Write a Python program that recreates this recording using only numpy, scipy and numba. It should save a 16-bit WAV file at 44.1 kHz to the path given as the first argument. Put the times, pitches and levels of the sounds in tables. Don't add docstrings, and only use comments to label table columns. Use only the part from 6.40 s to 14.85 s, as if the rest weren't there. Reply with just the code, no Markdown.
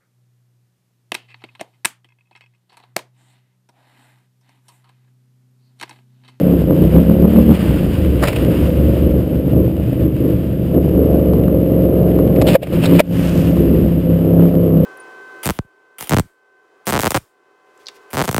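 import sys
import numpy as np
from scipy import signal
from scipy.fft import rfft, irfft, next_fast_len
from scipy.io import wavfile
from scipy.ndimage import uniform_filter1d
from numba import njit

SR = 44100
rng = np.random.default_rng(int(sys.argv[2]) if len(sys.argv) > 2 else 0)


def output_pcm(signal):
    pcm = np.clip(np.atleast_2d(signal).T, -1, 1) * 32767
    wavfile.write(sys.argv[1], SR, np.round(pcm).astype(np.int16))


N = 372644
T = np.arange(N) / SR


def undb(db):
    return 10 ** (np.asarray(db) / 20)


def curves(rows):
    times, *columns = np.transpose(rows)
    return [np.interp(T, times, column) for column in columns]


def unit(x):
    return x / np.sqrt(np.mean(x ** 2) + 1e-18)


def even(x, span_s):
    size = max(int(span_s * SR), 200)
    power = uniform_filter1d(uniform_filter1d(x ** 2, size), size)
    return x / np.sqrt(np.abs(power) + 1e-12)


def band(x, hz, width, order=1):
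    low = np.hypot(hz, width / 2) - width / 2
    sos = signal.butter(order, [low, low + width], "band", fs=SR, output="sos")
    return signal.sosfilt(sos, x + 1e-18)


def colour(x, tone):
    hz, db = np.transpose(tone)
    size = next_fast_len(N)
    bins = np.maximum(np.fft.rfftfreq(size, 1 / SR), 1)
    gain = undb(np.interp(np.log(bins), np.log(hz), db))
    return irfft(rfft(x, size) * gain, size)[:N]


def walk(rate):
    size = int(SR / rate)
    steps = np.repeat(rng.standard_normal(N // size + 1), size)
    return unit(uniform_filter1d(uniform_filter1d(steps, size), size)[:N])


def humps(rows):
    return sum(height * np.exp(-((T - s) / length) ** 2) for s, length, height in rows)


def clicks(times, sizes):
    return np.bincount(np.clip(times * SR, 0, N).astype(int), sizes, N + 1)[:N]


def grains(per_s, spread):
    place, sign, luck = rng.random((int(per_s * N / SR), 3)).T
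    sizes = undb(-spread * np.log(np.maximum(luck, .001)))
    return unit(clicks(place * N / SR, np.sign(sign - .5) * sizes))


def firings(hz, second_db, scatter_db, jitter_s):
    cycles = np.cumsum(hz) / SR
    turns = (np.arange(int(cycles[-1]) + 1)[:, None] + [0, 280 / 720]).ravel()
    late, strength = rng.standard_normal((2, len(turns)))
    times = np.interp(turns, cycles, T, right=2 * T[-1]) + jitter_s * late
    is_second = np.arange(len(turns)) % 2
    return times, undb(second_db * is_second + scatter_db * strength)


def rumble():
    shake = unit(band(rng.standard_normal(N), 24, 26, order=2))
    return undb(-42.0) * shake * undb(2 * walk(1.2))


def leader():
    # time_s, engine_cycles_hz, level_db
    ride = [(0, 29.01, -19), (1.3, 29.61, -20), (1.8, 29.51, -29.5), (2.3, 29.06, -21), (2.75, 29.1, -23.5),
            (3.2, 30.24, -21.5), (3.9, 30.72, -28), (4.6, 30.11, -19.5), (6.3, 28.38, -19),
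            (7.0, 28.52, -21), (7.6, 28.5, -22.5), (8.45, 28.82, -34.5)]
    # pitch_hz, level_db
    tone = [(40, -56), (70, -8.5), (120, 4), (175, 1.5), (240, -1.5), (300, -3), (380, -12), (520, -7),
            (640, -13.5), (800, -23), (2000, -71.5)]
    hz, db = curves(ride)
    pulses = clicks(*firings(hz, second_db=0.5, scatter_db=4.0, jitter_s=.00008))
    return undb(db) * unit(colour(pulses, tone))


def water():
    # pitch_hz, level_db
    tone = [(300, -3), (700, -0.5), (1200, -1), (1600, -2.5), (2300, -4.5), (2900, -1), (3500, -10),
            (4300, -17.5), (4900, -14), (6000, -29.5), (7200, -22), (9500, -18.5), (13500, -34),
            (16000, -34.5)]
    # crest_s, level_db, rise_s, fall_s
    waves = [(.4, -40, .3, 0.57), (1.25, -33.5, 0.83, 0.52), (2.25, -35, 1, 0.45), (6.5, -31.5, 0.39, .2),
             (6.86, -33, 0.095, 0.5)]
    steady_db = -43.5
    power = undb(steady_db) ** 2
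    for s, db, rise, fall in waves:
        swell = undb(db) * np.exp(np.minimum((T - s) / rise, (s - T) / fall))
        power = power + swell ** 2
    hiss = rng.standard_normal(N) * undb(1.68 * walk(30))
    drops = grains(per_s=900, spread=3.74)
    return np.sqrt(power) * unit(colour(hiss + undb(-7.5) * drops, tone))


def spray():
    # centre_s, length_s, level_db
    bursts = [(2.282, 0.087, -58), (6.918, 0.22, -45)]
    patter = unit(band(grains(per_s=3400, spread=3.1), 4500, 5900, order=2))
    return patter * humps([(s, length, undb(db)) for s, length, db in bursts])


def twigs():
    # pitch_hz, width_hz, level_db
    housing = [(573, 105, 31), (700, 150, -11), (1150, 240, -24), (2390, 160, -16)]
    # pitch_hz, level_db
    scratch_tone = [(250, 19.5), (700, 16), (1700, -1), (2700, -5.5), (4300, -6), (5200, -6), (6000, -23),
                    (7200, -5.5), (9500, -10), (15000, -24)]
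    # peak_s, level_db, twig_ring_hz
    snaps = [(.968, -25, 2390), (1.827, -15.5, 1400), (1.838, -10, 1760), (1.855, -18, 1900),
             (1.875, -21, 2600), (1.884, -12.5, 2500), (1.932, -23.5, 2300), (1.963, -18.5, 2690),
             (5.079, -29, 1900), (5.962, -25, 2460), (6.073, -16, 3000), (6.084, -17, 3300),
             (6.458, -17, 3700), (6.596, -6, 2390)]
    # peak_s, level_db, rise_s, t60_s, thud_over_scratch_db
    scrapes = [(1.9, -26, .06, .3, 4), (6.095, -17, .014, .18, 1), (6.148, -15.5, .016, .04, -1),
               (6.231, -4, .005, .06, 8), (6.33, -26, .006, .16, -6), (6.442, -17, .012, .089, -2.5),
               (6.555, -20, .019, .22, 1)]
    # peak_s, level_db, thud_over_scratch_db, branch_ring_hz
    bumps = [(4.655, -30, 6, 1300), (4.935, -19, 4, 1300), (5.79, -19, 2, 1100), (6.016, -7.5, 4, 2430),
             (6.021, -7, 3, 730), (6.157, 28, 19, 2400), (6.272, -12, 7, 2400), (6.605, 14.5, 7.5, 2370),
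             (7.17, -21.5, 3, 1100)]
    snap_rise_s, snap_t60_s, snap_thud_db = .0028, .042, -8
    bump_rise_s, bump_t60_s = .0013, .023
    scrape_ring_hz = 2670
    ring_db, ring_width_hz = -1.5, 500

    scratch = even(colour(grains(per_s=3200, spread=2.4), scratch_tone), .012)
    contact = rng.standard_normal(N)
    thud = even(sum(undb(db) * band(contact, hz, width, order=2) for hz, width, db in housing), 0.019)
    touches = ([(s, db, snap_rise_s, snap_t60_s, snap_thud_db, ring_hz) for s, db, ring_hz in snaps]
               + [(*scrape, scrape_ring_hz) for scrape in scrapes]
               + [(s, db, bump_rise_s, bump_t60_s, thud_db, ring_hz) for s, db, thud_db, ring_hz in bumps])
    out = np.zeros(N)
    for s, db, rise, t60, thud_db, ring_hz in touches:
        near = (T > s - 10 * rise) & (T < s + 2 * t60)
        shape = np.exp(np.minimum((T[near] - s) / rise, (s - T[near]) * np.log(1000) / t60))
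        ring = unit(band(scratch[near], ring_hz, ring_width_hz))
        twig = unit(scratch[near] + undb(ring_db) * ring)
        mix = (twig + undb(thud_db) * thud[near]) / np.hypot(1, undb(thud_db))
        out[near] += undb(db) * shape * mix
    return out


def chug():
    start_s, end_s, fade_s = 0.269, 1.18, 0.029
    rate_hz, swing_db = 7.38, 4.5
    inside = np.clip(np.minimum(T - start_s, end_s - T) / fade_s + 1, 0, 1)
    return swing_db * inside * np.sin(2 * np.pi * rate_hz * (T - start_s))


def echoes(x, trip_s, reflect):
    delay = np.exp(-2j * np.pi * np.fft.rfftfreq(2 * N, 1 / SR) * trip_s)
    return irfft(rfft(x, 2 * N) * (delay - reflect) / (1 - reflect * delay), 2 * N)[:N]


def bubbles(times, sizes, low_hz, high_hz, cycles, lag_s, glide, count=10):
    out = np.zeros(N)
    chance = rng.random((len(times) * count, 3))
    for start, size, (pick, wait, sign) in zip(np.repeat(times, count), np.repeat(sizes, count), chance):
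        hz = low_hz + (high_hz - low_hz) * pick ** 1.5
        first = max(int((start - lag_s * np.log(1 - wait)) * SR), 0)
        length = max(min(int(cycles / hz * SR), N - first), 0)
        age = np.arange(length) * hz / SR / cycles
        ring = np.sin(2 * np.pi * cycles * age * (1 + glide * age)) * np.exp(-np.log(1000) * age)
        out[first:first + length] += np.sign(sign - .5) * size * np.sqrt(hz) * ring
    return out


def pipe(x, modes):
    slosh_db = 2.6
    out = 0
    for k, (hz, width, db) in enumerate(modes):
        gain = undb(db + slosh_db * walk(12))
        out = out + (-1) ** k * gain * band(x, hz, width, order=2)
    return out


def exhaust():
    # time_s, engine_cycles_hz
    speed = [(0, 35.8), (0.15, 34.6), (0.27, 28.2), (0.58, 34.49), (0.97, 37.66), (1.18, 36.82),
             (1.3, 30.23), (1.55, 26.57), (1.9, 19.06), (2.1, 23.2), (2.4, 23.7), (2.8, 23.75),
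             (3.25, 24.9), (3.6, 24.65), (4.35, 25.03), (4.7, 23.95), (5.25, 22.53), (5.6, 22.53),
             (6.16, 22.61), (6.35, 33.58), (6.6, 35.01), (6.95, 33.84), (7.7, 33.66), (8.17, 34.1),
             (8.45, 31.56)]
    # time_s, throttle (0-1), depth of the outlet under water (0-1)
    drive = [(0, 0.68, 0.19), (.25, 0.44, 0.6), (.58, 0.8, 0.48), (1.0, 0.9, 0.4), (1.35, 0.6, 0.81),
             (1.72, 0.67, 0.73), (1.92, 0.28, 0.66), (2.35, 0.87, 0.57), (2.76, 0.8, 0.55),
             (2.86, 0.5, 0.6), (3.5, 0.31, 0.91), (4.25, 0.27, 0.79), (4.7, 0.79, 0.29), (5.4, 0.46, 0.23),
             (6.05, 0.38, 0.26), (6.4, 0.08, 0.64), (6.72, 0.15, 0.7), (6.86, 0.28, 0.61),
             (7.25, 0.63, 0.76), (7.45, 0.68, 0.81), (7.6, 0.32, 0.51), (8.0, 0.27, 0.32),
             (8.45, 0.17, 0.26)]
    # centre_s, length_s, strength (0-1)
    gulps = [(.36, 0.076, 0.6), (2.08, 0.075, 0.4), (3.19, 0.062, 0.99), (3.64, 0.073, 0.64),
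             (3.87, 0.065, 0.98), (4.37, 0.036, 0.71), (4.6, 0.078, 0.3), (6.55, 0.056, 1),
             (7.28, 0.13, 0.79)]
    # pitch_hz, width_hz, level_db
    pipes = [
        [(69.7, 21, -8)],
        [(120, 36, -9)],
        [(176.4, 35.5, -6)],
        [(211.9, 26, -3)],
        [(265.3, 26, 2), (324.5, 74.7, -1)],
        [(426, 76, 0), (514.8, 62, 2), (612, 116, -7.5)],
    ]
    # rest_db, rev_db (per octave), full_throttle_db, full_depth_db, full_gulp_db
    response = [(-27.5, -2, 14.5, 0.5, 2), (-19, -4, 0, -2, 2), (-9.5, 11, 1.13, -11.5, 3.5),
                (-35, 15.5, 21, -3, 5), (-15, 2, 1.5, -10, 10), (-14, -0.2, 3, -19.5, 10)]
    bubble_levels = [-14, -6, -16, -13, -12, -15]
    bubble_depth_db, bubble_rev_db = 14, 3
    cruise_hz = 28
    slop_db, slop_per_s = 1.0, 13

    (hz,), (throttle, depth) = curves(speed), curves(drive)
    octaves = np.log2(hz / cruise_hz)
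    gulp = humps(gulps)
    surge_db = chug() + slop_db * walk(slop_per_s)
    levels = [rest_db + rev_db * octaves + open_db * throttle + deep_db * depth + gulp_db * gulp + surge_db
              for rest_db, rev_db, open_db, deep_db, gulp_db in response]

    unsteady_hz = hz * (1 + .004 * walk(14))
    times, sizes = firings(unsteady_hz, second_db=-.5, scatter_db=1.6, jitter_s=.00007)
    pulses = echoes(clicks(times, sizes), trip_s=.0114, reflect=.58)
    gurgle = bubbles(times, sizes, low_hz=50.8, high_hz=764.6, cycles=23.0, lag_s=0.005972, glide=0.14)
    out = 0
    for modes, db, bubble_db in zip(pipes, levels, bubble_levels):
        drowned = undb(bubble_db + bubble_depth_db * depth + bubble_rev_db * octaves)
        clean = even(pipe(pulses, modes), 0.16)
        wet = even(pipe(gurgle, modes), 0.16)
        out = out + undb(db) * (clean + drowned * wet) / np.hypot(1, drowned)

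    puffs = signal.lfilter([1], [1, -np.exp(-1 / (0.014 * SR))], pulses)
    rasp = unit(band((puffs + 0.8) * rng.standard_normal(N), 880, 500, order=2))
    overtones = unit(band(pulses, 900, 480, order=3))
    bark_db = levels[-1]
    return out + rasp * undb(bark_db - 26) + overtones * undb(bark_db - 30)


def scene():
    mix = rumble() + leader() + water() + spray() + twigs() + exhaust()
    return np.tile(mix, (2, 1))


@njit
def limiter(x, ceiling, attack, recover):
    y, gain = np.empty(len(x)), 1.
    for i in range(len(x)):
        gain = min(gain * recover, 1.)
        if abs(x[i]) * gain > ceiling:
            gain += attack * (ceiling / abs(x[i]) - gain)
        y[i] = x[i] * gain
    return y


def record(dry):
    recover_db_per_s = 120
    ceiling, attack = 1.2, .4
    top_hz = 15400
    x = limiter(dry.mean(axis=0), ceiling, attack, float(undb(recover_db_per_s / SR)))
    x = x / (1 + np.abs(x / 1.08) ** 8) ** (1 / 8)
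    ripple = np.cos(2 * np.pi * 12000 * T)
    x = x + undb(2.0) * np.gradient(x) * ripple
    low_pass = signal.ellip(8, .2, 70, top_hz, fs=SR, output="sos")
    return np.tile(signal.sosfilt(low_pass, x), (2, 1))


dry = scene()
out = record(dry)
output_pcm(out)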